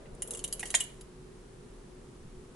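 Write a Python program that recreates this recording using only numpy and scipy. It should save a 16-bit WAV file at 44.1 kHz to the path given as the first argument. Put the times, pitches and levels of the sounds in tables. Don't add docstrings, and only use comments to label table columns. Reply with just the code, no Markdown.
import sys
import numpy as np
from scipy import signal
from scipy.fft import rfft, irfft
from scipy.io import wavfile

SR = 44100
rng = np.random.default_rng(int(sys.argv[2]) if len(sys.argv) > 2 else 0)


def transcribe(u):
    v = np.clip(np.atleast_2d(u).T, -1, 1)
    q = np.round(v * 32767).astype(np.int16)
    wavfile.write(sys.argv[1], SR, q)


N = 112454
TIME = np.arange(N) / SR
RING_TIME = TIME[:8192]

# f/Hz, level/dB
AIR_SPECTRUM = [(12, -13.5), (22, -10.5), (36, 1), (60, -10.5), (100, -14.5), (135, -7.5), (180, -11.5),
                (260, -10.5), (295, -17.5), (345, -12.5), (415, -10.5), (455, -22.5), (520, -22),
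                (650, -27), (1000, -25), (2300, -34), (5000, -37.5), (11000, -38)]
# f/Hz, half width/Hz, level/dB
ROOM_HUMS = [(134, 17.4, -66.5), (366.6, 6.5, -59), (421.7, 9.5, -69), (485, 4.3, -72)]
# f/Hz, likeness (1 = the same)
EAR_LIKENESS = [(30, 1), (90, 0.98), (180, 0.89), (350, 0.84), (700, 0.25), (2000, 0.15), (10000, 0.12)]
# t/s, level/dB
RUSTLE_LEVELS = [(0, -54.5), (.08, -56), (.19, -57), (.34, -48), (.43, -54), (.7, -55), (1.15, -69),
                 (1.45, -63), (1.75, -65.5), (2.06, -63.5), (2.17, -72.5), (2.55, -62)]
# f/Hz, level/dB
RUSTLE_COLOUR = [(100, -13.5), (300, -3), (480, 6), (700, -3.5), (1200, -12), (2000, -19), (4000, -27.5),
                 (11000, -44.5)]
# t/s, level/dB, half length/s
ARM_BUMPS = [(0.129, -47.5, .06), (0.47, -55.5, 0.14), (2.264, -49.5, 0.049), (2.388, -53, 0.086)]
# f/Hz, level/dB
BUMP_COLOUR = [(20, 5), (36, 5), (70, -2), (135, -1.5), (250, -10.5), (600, -52.5)]
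# t/s, level/dB, crack level/dB, rasp length/s
CAP_KNOCKS = [(0.057, -36.5, -16, 0.012), (0.629, -12.5, -11.5, 0.0011), (0.7415, -3.5, -5.5, .004)]
# f/Hz, level/dB, t60/s (the time to fade by 60 dB)
CAP_TONES = [(717, -5.5, 0.024), (820, -7.5, .012), (1085, -12, 0.0096), (1574, -12, 0.026),
             (1942, -2.5, 0.013), (2160, -4, .011), (2460, -9, 0.0095), (2850, -7, 0.0086),
             (3620, -12.5, 0.0091)]
# t/s, level/dB
RUB_LEVELS = [(0, -93), (.2, -67), (.27, -63), (.34, -58), (.39, -62), (.56, -62), (.67, -49), (.73, -54.5),
              (.79, -43.5), (.85, -56), (.95, -72)]
# f/Hz, level/dB
RUB_COLOUR = [(500, -22.5), (2200, -6), (2900, -10.5), (4800, -6.5), (7000, -5), (8800, -4), (11000, -9)]
# t/s, level/dB, body boost/dB, mid boost/dB, top boost/dB, rasp length/s, pitch factor
SLIP_TICKS = [(0.149, -53.5, -8, -9, 9, .001, 0.95), (0.2212, -23.5, 7, 0.5, 7, .002, 1.01),
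              (0.2753, -35.5, -24, 1, 8, .003, 1.11), (.3080, -27.5, 1, 2, 7.5, 0.0013, 1),
              (0.3357, -27.5, 1, 2.5, 3.5, 0.00072, 1.15), (0.3487, -24.5, 2, -8, -1.5, 0.00097, 1.01),
              (0.3725, -29, 4, 0, 3, .002, 1.14), (0.3922, -29.5, 6, 3, -5, .001, 0.97),
              (0.44, -19.5, -1, -4, -2, 0.0017, 0.99), (0.443, -21, 5.5, -3.5, 0.5, .003, 1.015),
              (0.4778, -29.5, -7, -5, 0.5, 0.0009, 1.02), (0.5262, -20, 3, 7.5, 2, 0.0014, 1.04),
              (0.5948, -23.5, 6, -5, -0.5, 0.0011, 1), (0.605, -31.5, 10, -14, 4.5, .003, 0.82),
              (0.6304, -31, -7, -5, 2, 0.0014, 1.05), (0.656, -22.5, 2, -6, -9, 0.0035, 1.01),
              (0.6733, -33, 3, -2, 2, 0.0021, 1), (0.68, -45, 4, -6, 8.5, 0.0022, 1),
              (0.7036, -24.5, 11, -5, 5.5, .002, 1.03), (0.8023, -36.5, 24, 4, 13, .003, 1.07),
              (.8059, -14.5, 9.5, -18, 0.5, 0.00202, 1.026), (0.8387, -39, -8, 8.5, 9.5, 0.0011, 0.99),
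              (.9062, -68, 4.5, 4, 3, .002, 1), (1.0100, -41, 11, 7.5, 2, .004, 1.03)]
# f/Hz, level/dB, t60/s
SLEEVE_TONES = [(990, -15.5, 0.0083), (1740, -15, 0.0058), (2848, -6, 0.021), (3130, -7, 0.018),
                (3790, -9.5, 0.0063), (4620, -10.5, 0.024), (5700, -33, 0.0069), (6360, -3, 0.03),
                (7040, -4, 0.042), (7575, -1, 0.0085), (7800, -19, 0.0063), (9270, -7, 0.0027),
                (10160, 5.5, 0.0034), (10700, 4, 0.013)]
# t/s, level/dB, rasp length/s
RELEASE_SNAPS = [(0.7469, -12.5, 0.0016), (0.7502, -5, 0.0012), (0.76, -19.5, 0.0015)]
# f/Hz, level/dB, t60/s
TUBE_TONES = [(3176, -8, 0.032), (3608, -6, 0.031), (4020, -10.5, .03), (4570, -21, 0.049),
              (6890, 4.5, 0.033), (7120, 1, .04), (7480, -3.5, 0.0187), (8450, -4.5, 0.014),
              (8750, -11.5, 0.011), (9500, -6, 0.016), (10100, -25, .022)]
# delay/s, left level/dB, right level/dB
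CLOSE_ECHOES = [(.0021, -10.5, -13.5), (.0036, -24, -11.5), (.0088, -16, -8)]
# f/Hz, level/dB
TAIL_SPECTRUM = [(500, 4.5), (2000, 0.5), (4000, -1), (7000, -5), (11000, -4), (20000, -5.5)]

CRACK_S, BRIGHT_CRACK_HZ, CUTOFF_HZ = .0004, 6380, 11100
NEAR_DELAY_S, NEAR_T60_S = .0016, .0566


def from_db(db):
    return 10 ** (np.asarray(db) / 20)


def unit_energy(x):
    return x / np.sqrt(np.sum(x ** 2, axis=-1, keepdims=True) + 1e-20)


def pan(db):
    return from_db(np.array([[db], [-db]]) / 2)


def add(out, start_s, sound):
    start = int(start_s * SR)
    out[:, start:start + sound.shape[1]] += sound[:, :N - start]


def at_hz(points, hz):
    known_hz, values = np.transpose(points)
    return np.interp(np.log(hz + 1), np.log(known_hz), values)


def stereo_noise(likeness, size=N):
    mid, side = rfft(rng.standard_normal((2, size)))
    return irfft(np.sqrt(1 + likeness) * mid + np.sqrt(1 - likeness) * side * [[1], [-1]], size)


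def coloured_noise(spectrum):
    hz = np.fft.rfftfreq(N, 1 / SR)
    shaped = rfft(stereo_noise(at_hz(EAR_LIKENESS, hz))) * from_db(at_hz(spectrum, hz))
    return unit_energy(irfft(shaped, N)) * np.sqrt(N)


def level_curve(rows):
    return from_db(np.interp(TIME, *np.transpose(rows)))


def fade(t, t60):
    return np.exp(-np.log(1000) * t / t60)


def boost(x, hz, db):
    band = signal.lfilter(*signal.iirpeak(hz, Q=2.94, fs=SR), x)
    return x + (from_db(db) - 1) * band


def evened(burst, start_s, end_s):
    for _ in range(4):
        spectrum = rfft(burst)
        flat = irfft(spectrum / (np.abs(spectrum) + 1e-9))
        burst = flat * (RING_TIME >= start_s) * (RING_TIME < end_s)
    return unit_energy(burst)


def ring(tones, spread_db=1):
    sound = np.zeros(len(RING_TIME))
    for k, (hz, db, t60) in enumerate(tones):
        strength = from_db(db + spread_db * rng.standard_normal())
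        tone = np.sin(2 * np.pi * hz * RING_TIME) * fade(RING_TIME, t60)
        sound += (-1) ** k * strength * unit_energy(tone)
    return sound


def crack(low_hz):
    burst = rng.standard_normal(len(RING_TIME)) * np.exp(-(RING_TIME / CRACK_S) ** 2)
    band = signal.butter(2, [low_hz, CUTOFF_HZ], "band", fs=SR, output="sos")
    return unit_energy(signal.sosfilt(band, evened(burst, 0, 2 * CRACK_S)))


def rasped(sound, length_s, count=16, slips_db=-4.5):
    slips = np.zeros(len(RING_TIME))
    when, size = rng.random(count), rng.standard_normal(count)
    np.add.at(slips, (when * length_s * SR).astype(int) + 1, unit_energy(size) * from_db(slips_db))
    slips[0] = 1
    return unit_energy(signal.fftconvolve(sound, slips)[:len(sound)]) * np.linalg.norm(sound)


def nearby(sound, cluster_db=.5):
    cluster = stereo_noise(likeness=.077, size=len(RING_TIME))
    cluster *= (RING_TIME > NEAR_DELAY_S) * fade(RING_TIME, NEAR_T60_S)
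    paths = pan(db=-1) * from_db(cluster_db) * evened(cluster, NEAR_DELAY_S, NEAR_T60_S)
    paths[:, 0] += 1
    for delay_s, left_db, right_db in CLOSE_ECHOES:
        paths[:, int(delay_s * SR)] += from_db([left_db, right_db])
    return signal.fftconvolve(sound[None], paths, axes=1)


def room_hum(air_db=-51):
    hz = np.fft.rfftfreq(N, 1 / SR)
    noise = rfft(stereo_noise(at_hz(EAR_LIKENESS, hz)))
    hums = np.zeros((2, N))
    for hum_hz, half_width_hz, db in ROOM_HUMS:
        band = noise / (1 + ((hz - hum_hz) / half_width_hz) ** 2)
        hums += from_db(db) * unit_energy(irfft(band, N))
    return from_db(air_db) * coloured_noise(AIR_SPECTRUM) + hums * np.sqrt(N)


def clothing_rustle():
    return level_curve(RUSTLE_LEVELS) * coloured_noise(RUSTLE_COLOUR)


def arm_bumps():
    swells = sum(from_db(db) * np.exp(-((TIME - s) / half_s) ** 2) for s, db, half_s in ARM_BUMPS)
    return swells * coloured_noise(BUMP_COLOUR)


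def cap_knocks():
    out = np.zeros((2, N))
    for start_s, db, crack_db, rasp_s in CAP_KNOCKS:
        knock = ring(CAP_TONES) + from_db(crack_db) * crack(low_hz=1300)
        add(out, start_s, from_db(db) * nearby(rasped(knock, rasp_s)))
    return out


def cap_rubbing():
    return level_curve(RUB_LEVELS) * coloured_noise(RUB_COLOUR)


def sleeve_ticks(crack_db=7):
    out = np.zeros((2, N))
    for start_s, db, body_db, mid_db, top_db, rasp_s, pitch in SLIP_TICKS:
        tones = [(hz * pitch, tone_db, t60) for hz, tone_db, t60 in SLEEVE_TONES]
        tick = ring(tones) + from_db(crack_db) * crack(BRIGHT_CRACK_HZ)
        tick = boost(tick, hz=2280, db=body_db)
        tick = boost(tick, hz=4830, db=mid_db)
        tick = boost(tick, hz=11100, db=top_db)
        add(out, start_s, from_db(db) * nearby(rasped(tick, rasp_s)))
    return out


def tube_snaps(crack_db=2):
    out = np.zeros((2, N))
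    for start_s, db, rasp_s in RELEASE_SNAPS:
        snap = ring(TUBE_TONES) + from_db(crack_db) * crack(BRIGHT_CRACK_HZ)
        add(out, start_s, from_db(db) * nearby(rasped(snap, rasp_s)))
    return out


def room_echo(x, tail_db=-15, t60_s=.44):
    colour = from_db(at_hz(TAIL_SPECTRUM, np.fft.rfftfreq(N, 1 / SR)))
    wash = irfft(rfft(stereo_noise(likeness=.064)) * colour, N)
    tail = from_db(tail_db) * unit_energy(wash * (TIME > NEAR_DELAY_S) * fade(TIME, t60_s))
    return x + signal.fftconvolve(x, tail, axes=1)[:, :N]


def scene():
    lipstick = sleeve_ticks() + tube_snaps() + pan(db=-1) * cap_knocks()
    return room_echo(lipstick) + cap_rubbing() + clothing_rustle() + arm_bumps() + room_hum()


def record(dry):
    return signal.sosfilt(signal.ellip(10, .2, 70, CUTOFF_HZ, fs=SR, output="sos"), dry)


dry = scene()
out = record(dry)
transcribe(out)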